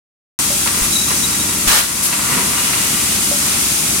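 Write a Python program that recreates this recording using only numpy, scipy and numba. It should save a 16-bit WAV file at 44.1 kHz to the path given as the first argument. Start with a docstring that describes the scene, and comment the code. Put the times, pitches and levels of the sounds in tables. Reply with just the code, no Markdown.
"""Hissing air, two throbbing piston compressors and a rattling chain: a bottle blowing machine runs one
cycle in a factory hall, with the stereo microphone standing off its open side. The mould shuts with a thud,
air squeals into the bottles and is dumped in one loud blast; valves puff, the carriage rolls and the chain
scrapes on. The recorder's gain ducks under the blast and creeps back."""
import sys
import numpy as np
from scipy import signal
from scipy.fft import rfft, irfft
from scipy.io import wavfile
from scipy.ndimage import uniform_filter1d
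from numba import njit

SR = 44100
rng = np.random.default_rng(int(sys.argv[2]) if len(sys.argv) > 2 else 0)


def inscribe(sig):
    """Save sig as 16-bit PCM at rate SR to the path in sys.argv[1].

    A 1-D sig is mono; a 2-D sig holds one channel per row.
    Samples are clipped to [-1, 1] before scaling.
    """
    pcm = np.round(np.clip(np.atleast_2d(sig).T, -1, 1) * 32767)
    wavfile.write(sys.argv[1], SR, pcm.astype(np.int16))


N = 176400
TIME = np.arange(N) / SR
FREQ = np.maximum(np.fft.rfftfreq(N, 1 / SR), 1)


def undb(db):
    """Decibels to gain."""
    return 10 ** (np.asarray(db) / 20)


def unit(x):
    """Scale to rms 1."""
    return x / np.sqrt(np.mean(x ** 2))


def curve(rows):
    """Join (time [s], value) rows by straight lines."""
    return np.interp(TIME, *np.array(rows).T)


def colour(rows, hz=FREQ):
    """Gain from (frequency [Hz], gain [dB]) rows."""
    f, db = np.array(rows).T
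    return undb(np.interp(np.log(hz), np.log(f), db))


def shape(x, gain):
    """Filter by a gain per frequency; rms 1."""
    return unit(irfft(rfft(x) * gain, N))


def pan(db):
    """Left and right gains from an L-R difference."""
    return undb(np.array([[1], [-1]]) * db / 2)


def noise(alike=0.):
    """Stereo noise with a given likeness of the channels."""
    return np.sqrt(1 - alike) * rng.standard_normal((2, N)) + np.sqrt(alike) * rng.standard_normal(N)


def walk(hz):
    """Random wander of spread 1, slower than about hz."""
    return shape(rng.standard_normal(N), 1 / (1 + (FREQ / hz) ** 4))


def envelope(start, length, attack_s, fall_s):
    """Rise, hold, exponential fall."""
    rise = np.clip((TIME - start) / attack_s, 0, 1)
    return rise * np.exp(-np.maximum(TIME - start - length, 0) / fall_s)


def tone(hz):
    """Sine of rms 1 on a moving pitch."""
    return np.sqrt(2) * np.sin(2 * np.pi * np.cumsum(hz) / SR)


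def room(x, wet_db, t60_s=.19):
    """Add the diffuse ring of cabinet and hall around the microphone."""
    tail = rng.standard_normal((2, N)) * undb(-60 * TIME / t60_s)
    tail *= undb(wet_db) / np.sqrt(np.sum(tail ** 2) / 2)
    ring = signal.fftconvolve(x * np.ones((2, 1)), tail, axes=1)[:, :N]
    return (x + ring) / np.hypot(1, undb(wet_db))


def cabinet(ripple_db, width_hz=45):
    """Fine peaks and dips from panel reflections, different on each side of the microphone."""
    grid = np.arange(0, SR / 2, width_hz)
    ripple = [np.interp(FREQ, grid, row[:len(grid)]) for row in rng.standard_normal((2, N))]
    return undb(ripple_db * np.array(ripple))


def leak():
    """Constant hiss of escaping air, wide at the microphone, over the rumble of the hall."""
    # spectra of leak and hall (frequency [Hz], gain [dB])
    hiss_colour = [(260, -41), (450, -34), (554, -10.5), (606, -7), (633, -10), (918, -6), (1000, -11),
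                   (1100, -6), (1200, -8.5), (1370, -5.5), (1770, -9.5), (1900, -9), (2340, -4.5),
                   (3660, -6), (8930, 1), (10500, -1), (15700, -13)]
    hall_colour = [(18, -12), (35, -8), (70, -7), (120, 3), (230, 3), (340, 0), (480, -12), (700, -24)]
    # where the hiss sits (frequency [Hz], L-R [dB])
    hiss_pan = [(400, 9), (700, 1), (1290, -1), (2380, -3.5), (4400, 3.5), (8100, 3.5), (15000, 0.5)]
    # its drift (time [s], level [dB])
    hiss_level = [(.4, -17), (.85, -18.5), (1.1, -17.5), (1.6, -19.5), (2.0, -16.5), (2.4, -16),
                  (3.0, -16.5), (4.0, -17)]
    low_cut = 1 / np.sqrt(1 + (400 / FREQ) ** 8)
    sides = pan(20 * np.log10(colour(hiss_pan)))
    gain = colour(hiss_colour) * low_cut * sides * cabinet(ripple_db=2.4, width_hz=28)
    air = shape(noise(alike=.032), gain) * undb(curve(hiss_level) + .3 * walk(hz=9.9))
    hall = shape(noise(alike=.99), colour(hall_colour) / (1 + (FREQ / 900) ** 4))
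    return air + undb(-34.5) * hall


def compressor(spectrum, turn_hz, db, spread_hz=380):
    """The same clatter on every turn of the crank; its bass is alike on both sides."""
    harmonics = turn_hz * np.arange(3, 44)
    turn = np.linspace(0, 1, 2048)
    clatter = 0
    for hz, gain in zip(harmonics, colour(spectrum, harmonics)):
        offset, skew = rng.standard_normal(2)
        side_phase = np.array([[1], [-1]]) * skew * (hz / spread_hz) ** 2.65
        clatter += gain * np.sin(2 * np.pi * (hz / turn_hz * turn + offset) + side_phase)
    running = np.array([np.interp(TIME * turn_hz % 1, turn, side) for side in clatter])
    return undb(db) * unit(running) * undb(1.8 * walk(hz=34))


def compressors():
    """Two piston compressors throb against each other at slightly different speeds."""
    # clatter spectra (frequency [Hz], gain [dB])
    slower = [(40, -34), (66, -8), (78, -7), (110, -16), (165, -6), (205, 5), (250, -4), (330, -7),
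              (480, -14)]
    faster = [(30, -24), (48, -7), (70, 3), (82, 0.5), (115, -6), (175, -3), (215, -17), (400, -13)]
    return compressor(slower, turn_hz=11.075, db=-34.5) + compressor(faster, turn_hz=11.665, db=-37.5)


def motors():
    """Steady hum, and the wavering whine of the drive while the chain runs."""
    # hum tones (frequency [Hz], level [dB])
    hum_tones = [(297.8, -42), (376.7, -47.5)]
    # drive whine (time [s], level [dB])
    whine_level = [(2.52, -55), (2.58, -30), (2.66, -32), (2.72, -38), (2.95, -36), (3.2, -43), (3.28, -34),
                   (3.36, -55)]
    hum = sum(undb(db + .74 * walk(hz=2.7)) * tone(hz + .5 * walk(hz=6)) for hz, db in hum_tones)
    whine = undb(curve(whine_level) + 2.5 * walk(hz=25)) * tone(hz=2880 + 24 * walk(hz=40))
    return hum + room(whine, wet_db=-4)


def steel(links_per_s=500, spread_db=4.5):
    """Chain links rattle and end stops knock, all ringing the same steel frame."""
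    # frame resonances (frequency [Hz], width [Hz], gain [dB])
    modes = [(476, 82, -6.5), (740, 160, -7), (994, 107, 0), (1192, 57, 1), (1405, 100, -1),
             (1970, 270, -2.5), (2570, 280, -3.5), (2850, 150, -7), (4270, 620, -8.5)]
    # moving carriers (time [s], level [dB])
    rattle_level = [(.4, -29.5), (.62, -47), (.7, -30.5), (.86, -28.5), (.98, -43), (1.12, -31.5),
                    (1.35, -32.5), (1.62, -35.5), (1.9, -29.5), (2.1, -28), (2.35, -21.5), (2.55, -25.5),
                    (2.77, -26.5), (3.0, -33), (3.3, -39.5), (3.52, -30.5), (3.7, -45), (4, -33)]
    # end stops (time [s], level [dB], brightness [dB/octave], fall [s])
    stops = [(.66, -22, -3, .018), (.672, -20, 6, .018), (.822, -27, 2, .02), (1.08, -27, 0, .03),
             (1.105, -24, -1, .03), (1.345, -28, 0, .02), (1.485, -28, -3, .03), (2.005, -28, -1, .03),
             (2.126, -17.5, 3, .025), (2.193, -24, -1, .015), (2.325, -22, 1, .02), (2.38, -22, -2, .018),
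             (2.542, -24, 0, .015), (2.73, -17.5, 3, .02), (3.12, -25, 3, .02), (3.17, -28, -1, .02),
             (3.461, -26, 1, .02)]
    power = sum(undb(db) ** 2 / (1 + ((FREQ - hz ** 2 / FREQ) / width) ** 2) for hz, width, db in modes)
    frame = np.sqrt(power) * cabinet(ripple_db=4) / (1 + (FREQ / 6000) ** 2)
    links = (rng.random(N) < links_per_s / SR) * rng.choice([-1, 1], N)
    links = unit(links * undb(spread_db * rng.standard_normal(N)))
    rattle = shape(room(links, wet_db=1) + .82 * noise(alike=.2), frame) * undb(curve(rattle_level))
    crack = noise(alike=.27)
    knocks = sum(shape(crack, frame * undb(tilt * np.log2(FREQ))) * undb(db) * envelope(s, 0, .0015, fall)
                 for s, db, tilt, fall in stops)
    return (rattle + knocks) * pan(db=-1)


def bottles():
    """Hollow plastic bottles bonk, right of centre."""
    # bonks (time [s], level [dB])
    hits = [(.503, -26), (3.313, -21)]
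    # bottle modes (frequency [Hz], gain [dB], t60 [s])
    modes = [(576, 0, .14), (640, -6, .08), (985, -11, .12)]
    bonks = sum(undb(db + mode_db) * envelope(s, 0, .001, t60 / np.log(1000))
                * np.sin(2 * np.pi * hz * (TIME - s)) for s, db in hits for hz, mode_db, t60 in modes)
    return room(bonks, wet_db=-6) * pan(db=-4)


def valves():
    """Small valves let off short, bright puffs of air."""
    # puffs (time [s], length [s], level [dB], L-R [dB])
    puffs = [(0.804, .05, -22.5, -2), (1.07, 0.039, -27, 0), (2.018, 0.051, -14, 3)]
    # jet spectrum (frequency [Hz], gain [dB])
    jet_colour = [(1000, -18), (4000, -9), (7000, -4), (10500, -0.5), (13000, -8), (15500, -11)]
    jet = shape(noise(), colour(jet_colour))
    return sum(jet * undb(db) * pan(side_db) * envelope(s, length, attack_s=.015, fall_s=.022)
               for s, length, db, side_db in puffs)


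def thuds():
    """The heavy mould and carriage thud, each hit one low, dying tone."""
    # impacts (time [s], level [dB], frequency [Hz], fall [s])
    hits = [(.812, -22, 34, .025), (1.668, -18.5, 38, .014), (2.32, -27, 248.5, 0.11),
            (3.145, -22, 75.4, 0.02)]
    return sum(undb(db) * envelope(s, .006, .005, fall) * np.sin(2 * np.pi * hz * (s - TIME))
               for s, db, hz, fall in hits)


def blowing(wobble_hz=30, flutter_db=1.8):
    """Air rushes into the bottles while a valve on the left squeals in spurts, sinking in pitch."""
    # filling air (time [s], level [dB])
    fill_level = [(.85, -39), (.93, -23.5), (1.1, -27.5), (1.35, -29), (1.6, -38.5)]
    # its spectrum (frequency [Hz], gain [dB])
    fill_colour = [(3500, -56), (5200, -7), (6200, -2), (7700, -6), (9000, -6), (12000, -22)]
    # valve squeal (time [s], pitch [Hz])
    pitch = [(.92, 3950), (.955, 3915), (.98, 3870), (1.04, 3885), (1.14, 3920), (1.24, 3882), (1.31, 3845),
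             (1.42, 3825), (1.53, 3800)]
    # its spurts (time [s], length [s], level [dB])
    spurts = [(.923, .016, -27), (.951, .018, -22.5), (.981, .016, -27.5), (1.005, .014, -27.5),
              (1.03, .012, -31), (1.068, .08, -39), (1.222, .034, -29), (1.3, .07, -39),
              (1.387, .03, -34.5), (1.477, .035, -37.5)]
    rush = shape(noise(), colour(fill_colour)) * undb(curve(fill_level))
    gate = sum(undb(db) * envelope(s, length, attack_s=.006, fall_s=.006) for s, length, db in spurts)
    squeal = gate * undb(flutter_db * walk(hz=110)) * tone(curve(pitch) + wobble_hz * walk(hz=118))
    return rush * pan(db=-3) + room(squeal, wet_db=-6) * pan(db=10)


def exhaust(start_s=1.669, end_s=1.786, swell_db_per_s=42):
    """The blowing air is dumped in one turbulent blast that swells as the valve opens."""
    # blast spectrum (frequency [Hz], gain [dB])
    blast_colour = [(150, -9), (260, -9), (480, -7), (700, -7), (950, -2), (1200, -1.5), (1420, 0),
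                    (1900, -3.5), (2800, -2.5), (3400, -3), (4400, -3.5), (5500, -4.5), (8500, -3),
                    (11000, -5.5), (15700, -12)]
    # where it sits (frequency [Hz], L-R [dB])
    blast_pan = [(300, 1), (1300, -1), (3000, -0.5), (8000, 2), (15000, 3.5)]
    gain = colour(blast_colour) * pan(20 * np.log10(colour(blast_pan))) * cabinet(ripple_db=1)
    level_db = -12 + swell_db_per_s * (np.clip(TIME, start_s, end_s) - start_s)
    gate = envelope(start_s, end_s - start_s, attack_s=.008, fall_s=.04)
    blast = shape(noise(alike=.055), gain) * undb(level_db + .5 * walk(hz=70)) * gate
    return room(blast, wet_db=-3)


def carriage():
    """The carriage rumbles as it moves the bottles along."""
    # rolling (time [s], level [dB])
    roll_level = [(2.05, -52), (2.28, -34), (2.34, -27), (2.45, -28), (2.6, -37), (2.9, -34), (3.3, -46),
                  (4, -38)]
    # its spectrum (frequency [Hz], gain [dB])
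    roll_colour = [(70, -20), (130, 3.5), (250, 3), (330, 0.5), (440, -3.5), (600, -13.5), (1000, -39)]
    rumble = shape(noise(alike=.75), colour(roll_colour) / (1 + (FREQ / 1500) ** 4))
    return rumble * undb(curve(roll_level))


def scrape():
    """Right of the microphone the chain slides along its guide with a gritty, fluttering rasp."""
    # sliding (time [s], level [dB])
    rasp_level = [(2.2, -45), (2.35, -29.5), (2.5, -45), (2.6, -29.5), (2.76, -31), (2.9, -32), (3.05, -35),
                  (3.13, -32), (3.22, -39), (3.4, -37), (3.53, -29), (3.7, -34), (4, -37)]
    # its spectrum (frequency [Hz], gain [dB])
    rasp_colour = [(1000, -14), (1800, -9), (2500, -1), (2900, -5), (3400, -5), (5200, -10.5), (8000, -23)]
    rasp = shape(noise(), colour(rasp_colour))
    return rasp * undb(curve(rasp_level) + 2 * walk(hz=40)) * pan(db=-8.5)


def scene():
    """The whole machine, heard from its open side."""
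    bed = leak() + compressors() + motors()
    return bed + steel() + bottles() + valves() + thuds() + blowing() + exhaust() + carriage() + scrape()


@njit
def follow(x, attack, release):
    """Follower that rises fast and sinks slowly."""
    out, level = np.empty(len(x)), 0.
    for i in range(len(x)):
        level += (x[i] - level) * (attack if x[i] > level else release)
        out[i] = level
    return out


def record(dry):
    """The recorder cuts in after silence; its gain control ducks under loud air, and the top is cut."""
    start_s, top_hz = .389, 15800
    threshold_db, ratio, attack_s, release_s, makeup_db = -18, 4.04, .06, .35, 3
    level_db = 10 * np.log10(uniform_filter1d(np.mean(dry ** 2, axis=0), size=441) + 1e-12)
    excess_db = np.maximum(level_db - threshold_db, 0)
    duck_db = follow(excess_db * (1 - 1 / ratio), 1 / (attack_s * SR), 1 / (release_s * SR))
    ducked = dry * undb(makeup_db - duck_db) * (TIME >= start_s)
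    low_pass = signal.ellip(10, .2, 75, top_hz, fs=SR, output="sos")
    return signal.sosfilt(low_pass, np.clip(ducked, -1, 1))


dry = scene()
out = record(dry)
inscribe(out)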